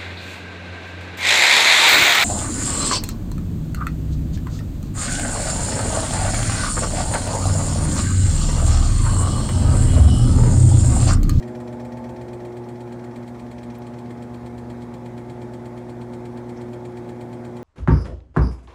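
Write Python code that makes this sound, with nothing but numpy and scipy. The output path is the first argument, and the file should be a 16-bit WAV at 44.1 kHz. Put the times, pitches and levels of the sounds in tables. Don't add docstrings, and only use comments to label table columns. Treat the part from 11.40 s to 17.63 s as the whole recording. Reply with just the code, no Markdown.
import sys
import numpy as np
from scipy import signal
from scipy.fft import rfft, irfft, next_fast_len
from scipy.io import wavfile
from scipy.ndimage import uniform_filter1d, map_coordinates

SR = 44100
rng = np.random.default_rng(int(sys.argv[2]) if len(sys.argv) > 2 else 0)


def makeup_ratio(level_db):
    decades = np.asarray(level_db, float) / 20
    return 10 ** decades


def generate_wav(signal):
    frames = np.transpose(np.atleast_2d(signal))
    scaled = np.clip(frames, -1, 1) * 32767
    pcm = np.round(scaled).astype(np.int16)
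    wavfile.write(sys.argv[1], SR, pcm)


N = 274743
TIME_S = np.arange(N) / SR
HUM_HZ = 120


def unit(x):
    return x / np.sqrt(np.mean(x ** 2) + 1e-20)


def curves(rows):
    s, *columns = np.transpose(rows)
    return [np.interp(TIME_S, s, column) for column in columns]


def surges(rows):
    return sum(db * np.exp(-((TIME_S - s) / spread) ** 2) for s, spread, db in rows)


def wobble(rate_hz):
    knots = rng.standard_normal(int(N * rate_hz / SR) + 4)
    return map_coordinates(knots, [np.arange(N) * rate_hz / SR])


def angle(hz):
    return 2 * np.pi * np.cumsum(hz + np.zeros(N)) / SR


def tone(phase, db, waver_db):
    return np.sqrt(2) * makeup_ratio(db + waver_db * wobble(3.02)) * np.sin(phase)


def filtered(x, response):
    size = next_fast_len(N + 8192)
    return irfft(rfft(x, size) * response(np.fft.rfftfreq(size, 1 / SR)), size)[:N]


def modes(table):
    def response(f):
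        total = 0
        for k, (centre, width, db) in enumerate(table):
            damping = 1j * f * width
            total = total + (-1) ** k * makeup_ratio(db) * damping / (centre * centre - f * f + damping)
        return total
    return response


def settled():
    settles_s, spread_s = 1.0, .25
    return 1 / (1 + np.exp((settles_s - TIME_S) / spread_s))


# time_s, strength_db, lean_db (third line over second)
HUM = [(0, -34.5, -1), (.35, -33.5, -3.5), (.62, -34.5, -12), (.78, -36, 1), (1.05, -34, 10), (1.3, -35, 2),
       (1.5, -35, 2), (2.1, -37.5, -9.5), (2.4, -37, -5.5), (3.5, -36, -7), (3.85, -37, -0.5),
       (4.2, -36.5, -1), (4.9, -36, -0.5), (5.25, -34.5, .6), (5.45, -35.6, 3.5), (5.95, -35.5, -1),
       (6.23, -35, -1.5)]
# hum_multiple, level_db, waver_db
BUZZ = [(4, -54, -2), (5, -55.5, 4.5), (6, -52.5, 0.6), (7, -52.5, 1.5), (8, -70, 6)]
# hum_multiple, turns_added, loose_db, settled_db, lag_turns
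SIDES = [(1, 1, -44.5, -56, .56), (1, 2, -57, -60, .56), (1, 3, -59, -68, .3), (1, -1, -58, -65, .56),
         (2, -1, -50, -54, .22), (2, 1, -59, -54, .5), (2, 2, -59, -63, .3), (3, -2, -57, -53, .7),
         (3, -1, -62, -53, .7), (3, 1, -58, -57, .3), (3, 2, -59, -66, .4), (5, -1, -55, -58, .4),
         (6, 1, -66, -62, .4)]
# time_s, lost_hz (at the hum frequency)
DRIVE_LAG = [(0, .02), (.4, .06), (.8, .4), (1.8, .17), (2.2, 0), (3.6, -.04), (4.2, 0), (5.3, 0),
             (5.6, .08), (6.23, .03)]
# time_s, suspension_sway_turns_per_s, tub_rocking_turns_per_s
SPEEDS = [(0, 8.0, 7.85), (.75, 8.0, 8.27), (1.1, 8.04, 8.4), (1.7, 8.05, 8.35), (2.1, 8.0, 8.0),
          (2.7, 8.05, 8.0), (3.2, 8.2, 8.1), (3.8, 8.35, 8.18), (5.2, 8.3, 8.32), (6.23, 8.35, 8.37)]
# pitch_hz, level_db
ROTOR = (57.5, -55)
# centre_s, spread_s, change_db
ROTOR_DIPS = [
    (0, .35, -12),
    (1.25, 0.11, -14),
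    (1.7, 0.21, -7),
    (2.7, .15, -14),
    (6, 0.36, -5),
]


def motor():
    hum_db, lean_db = curves(HUM)
    mains, drive = angle(HUM_HZ), angle(HUM_HZ - curves(DRIVE_LAG)[0])

    def line(k, split=3):
        return k * (mains if k < split else drive) + .9 * k * k

    second_db = hum_db - 10 * np.log10(1 + makeup_ratio(2 * lean_db))
    third_db = hum_db - 10 * np.log10(1 + makeup_ratio(-2 * lean_db))
    out = np.zeros(N)
    for k, db in [(1, -40), (2, second_db), (3, third_db)]:
        out += tone(line(k), db, waver_db=-0.52)
    for k, db, waver_db in BUZZ:
        out += tone(line(k), db, waver_db)
    out += tone(3 * mains / 2, -55.0, waver_db=-0.5)
    sway, calm = angle(curves(SPEEDS)[0]), settled()
    for k, turns, loose_db, settled_db, lag_turns in SIDES:
        db = -1.9 + loose_db + calm * (settled_db - loose_db)
        out += tone(line(k, split=2.2) + turns * (sway - 2 * np.pi * lag_turns), db, waver_db=0.9)
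    rotor_hz, rotor_db = ROTOR
    return out + tone(angle(rotor_hz + 0.2 * wobble(0.97)), rotor_db + surges(ROTOR_DIPS), waver_db=1.2)


# time_s, level_db
SLOT = [(0, -51), (.6, -48.5), (1.05, -52.5), (2.3, -63), (2.9, -61.5), (4.2, -55.5), (5, -56), (5.6, -57),
        (6.23, -53.5)]
# hum_multiples_added, basket_turns_added, level_db
SLOT_SIDES = [(0, 0, 0), (1, 0, -1.5), (2, 0, -5.5), (3, 0, -3), (0, -1, -11.5), (1, -1, -10), (3, -1, -6)]
# centre_hz, spread_hz, lift_db
FRAME = [(516, 12, 5), (620, 12, 7), (882, 14, 4)]
# time_s, turns_per_s
BASKET = [(0, 7.924), (.5, 8.213), (1, 8.426), (1.5, 8.485), (2.3, 8.461), (3.3, 8.376), (4.5, 8.36),
          (6.23, 8.381)]
SLOTS = 62.7


def whine():
    level_db, loose = curves(SLOT)[0], 1 - settled()
    slot_hz = SLOTS * curves(BASKET)[0] + 0.748 * wobble(6)
    out = np.zeros(N)
    for hums, turns, rel_db in SLOT_SIDES:
        hz = slot_hz * (1 + turns / SLOTS) + hums * HUM_HZ
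        lift_db = sum(lift * np.exp(-((hz - centre) / spread) ** 2) for centre, spread, lift in FRAME)
        loose_db = -9 * abs(turns) * loose
        phase = angle(hz) + rng.uniform(0, 2 * np.pi)
        out += tone(phase, level_db + rel_db + lift_db + loose_db, waver_db=1.5)
    return out


# centre_s, spread_s, change_db
NINTH_SURGES = [
    (.6, 0.55, 10.5),
    (2.2, .3, 7.9),
    (3.15, 0.57, 10.5),
    (4.7, .3, 4),
]
# centre_s, spread_s, change_db
OTHERS_SURGES = [
    (1.4, 0.55, -1),
    (2.9, 0.3, 3.5),
    (3.8, 0.45, 4.5),
]
# tub_order, level_db
ORDERS = [(5, -13), (8, -4), (10, 0.5), (11, 0.5), (13, -3), (15, -2.5), (16, -18), (17, 2.5), (19, 0.5),
          (21, 3), (27, 0.5), (34, -12), (35, -11), (37, -10), (39, -3.5)]


def tub():
    turn = angle(curves(SPEEDS)[1])
    out = tone(9 * turn, -60.5 + surges(NINTH_SURGES), waver_db=1.5)
    others_db = -64.5 + 1.17 * TIME_S + surges(OTHERS_SURGES)
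    for order, db in ORDERS:
        out += tone(order * turn + rng.uniform(0, 2 * np.pi), others_db + db, waver_db=2.0)
    return out


def rush(points, patchy_db):
    z = signal.stft(rng.standard_normal(N), nperseg=1024)[2]
    field = uniform_filter1d(rng.standard_normal(z.shape), 6, 0)
    field = uniform_filter1d(field, 6, 1)
    x = signal.istft(z * makeup_ratio(patchy_db * unit(field)), nperseg=1024)[1][:N]
    f, db = np.transpose(points)
    return unit(filtered(x, lambda hz: makeup_ratio(np.interp(np.log(hz + 1), np.log(f), db))))


# freq_hz, density_db
CABINET = [(30, -29), (60, -15), (100, -7), (135, 1.5), (160, -9.5), (197, -4), (222, 7.5), (252, 2),
           (320, 2), (420, -3), (620, -2.5), (800, -12), (1100, -14), (1500, -48.5)]
# freq_hz, density_db
AIR = [(530, -27), (900, 1), (948, -4), (1270, -8), (2190, -13), (2910, -26), (3300, -22.5), (4520, -27),
       (6520, -29), (8290, -31), (11000, -39), (14300, -68), (22000, -120)]
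# freq_hz, density_db
HISS = [(6470, -30), (11000, 1), (13200, 0), (15600, -9)]


def cabinet():
    hum_db = curves(HUM)[0]
    box_db = -42 + 0.39 * (hum_db - hum_db.mean())
    box = makeup_ratio(box_db) * rush(CABINET, patchy_db=0.7)
    air = makeup_ratio(-50.5 + 0.25 * wobble(8)) * rush(AIR, patchy_db=1.5)
    hiss = makeup_ratio(-79.5) * rush(HISS, patchy_db=5.0)
    chirr_db = -71 - 22 * np.sqrt(settled()) + 3.6 * wobble(60)
    chirr = makeup_ratio(chirr_db) * unit(filtered(rng.standard_normal(N), modes([(7300, 140, 0)])))
    return box + air + hiss + chirr


# peak_db, panel_knock_db, bright_rattle_db, middle_db
MAIN_TICK = (-41.5, -4.5, -15.5, -22.5)
# peak_db, knock_db, rattle_db, middle_db
LOOSE_TICK = (-2.6, 0.84, 2.2, 3)
# time_s, peak_db
SECOND = [(0, -41), (.9, -44), (1.12, -47.5), (1.85, -48.5), (2.07, -49), (2.18, -41), (2.45, -45),
          (2.8, -50), (3.1, -64), (5.1, -56), (5.3, -51), (5.76, -57), (6, -66), (6.23, -66)]
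# knock_db, rattle_db, middle_db
SECOND_TICK = (-3.5, -20.5, -13)
# peak_db, knock_db, rattle_db, middle_db
GRAZE = (-12.5, 0, 2, 6)
# peak_db, knock_db, rattle_db, middle_db
SCATTER = (.4, .8, .6, .8)
# time_s, peak_db, knock_db, rattle_db, middle_db
STRAY = [
    (5.1687, -54.5, -9, -21, 2),
]


def contacts():
    first_turn, second_lead_turns, graze_lead_s, jitter_s = .617, .415, .0095, .00025
    turns = angle(curves(BASKET)[0]) / (2 * np.pi) - first_turn
    whole = np.arange(int(turns[-1]) + 1)
    main_s = np.interp(whole, turns, TIME_S)
    second_s = np.interp(whole - second_lead_turns, turns, TIME_S)
    calm = np.interp(main_s, TIME_S, settled())[:, None]
    main = np.column_stack([main_s, MAIN_TICK + (1 - calm) * LOOSE_TICK])
    second_db = np.interp(second_s, *np.transpose(SECOND))
    second = np.column_stack([second_s, second_db, np.tile(SECOND_TICK, (len(whole), 1))])
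    graze = main + [-graze_lead_s, *GRAZE]
    graze[:, 1] += 20 * np.log10(calm[:, 0])
    rows = np.vstack([main, second, graze])
    rows = rows + rng.standard_normal(rows.shape) * [jitter_s, *SCATTER]
    return np.vstack([rows, STRAY])


def bursts(times_s, levels_db, rise_s, t60_s, blow, alike=.8):
    size = 4000
    out, t = np.zeros(N + size), np.arange(size) / SR
    shape = (1 - np.exp(-t / rise_s)) * makeup_ratio(-60 * t / t60_s)

    def spike(at_s):
        return np.exp(-((t - at_s) / .00004) ** 2)

    blows = blow * (spike(0.001249) + .6 * spike(.0048))
    habit = rng.standard_normal(size)
    for s, db in zip(times_s, levels_db):
        noise, swell = rng.standard_normal((2, size))
        chatter = shape * (alike * habit + np.sqrt(1 - alike ** 2) * noise) * makeup_ratio(2.4 * swell)
        chatter *= np.linalg.norm(shape) / np.linalg.norm(chatter)
        start = max(round((s - .001) * SR), 0)
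        out[start:][:size] += makeup_ratio(db) * (chatter + blows)
    return out[:N]


# centre_hz, width_hz, level_db
PANEL = [(1836, 100, 0), (2406, 210, -5.5), (2100, 89, -9)]
SHELL = [(3200, 100, 0), (3410, 80, -1), (3890, 110, -5), (4300, 170, -2), (4740, 130, -11),
         (2650, 200, -9), (4200, 2500, -18)]
CLIP_RING = [(5370, 580, -1), (6270, 670, -3.5)]
RATTLE = [(6900, 300, -3), (7300, 250, -1.5), (8100, 300, 0), (8500, 150, -1), (9300, 500, -7),
          (10600, 1500, -17), (13000, 1500, -16)]
# centre_hz, width_hz, level_db
LID = [(1835, 75, -1), (7250, 82, -17), (11000, 3500, -33)]
# time_s, peak_db
SNAPS = [
    (2.3858, -46),
    (2.388, -45),
    (2.3915, -55),
]


def ticks():
    s, db, knock, bright, middle = contacts().T
    loose_db = 20 * np.log10(1 - np.interp(s, TIME_S, settled()))
    out = filtered(bursts(s, db + knock + 18, rise_s=0.0031, t60_s=0.071, blow=1.44), modes(PANEL))
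    out += filtered(bursts(s, db + 4.5, rise_s=0.003, t60_s=0.096, blow=5.0), modes(SHELL))
    out += filtered(bursts(s, db + middle + 12.5, rise_s=0.0027, t60_s=0.13, blow=1.4), modes(CLIP_RING))
    out += filtered(bursts(s, db + bright + 14.0, rise_s=0.00092, t60_s=.12, blow=2.1), modes(RATTLE))
    out += filtered(bursts(s, db + knock + loose_db + 20.5, rise_s=0.0017, t60_s=0.071, blow=2.1), modes(LID))
    snap_s, snap_db = np.transpose(SNAPS)
    snap = bursts(snap_s, snap_db + 8, rise_s=.0003, t60_s=.007, blow=0, alike=0)
    return out + filtered(snap, lambda f: modes([(14000, 6000, 0)])(f) ** 2)


def scene():
    return (motor() + whine() + tub() + cabinet() + ticks())[None]


def roll_off(x):
    return signal.sosfilt(signal.butter(12, 15760, fs=SR, output="sos"), x)


def record(dry):
    top_hz = 15770
    kept = filtered(dry[0], lambda hz: hz < top_hz)
    return roll_off(kept[None])


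dry = scene()
out = record(dry)
generate_wav(out)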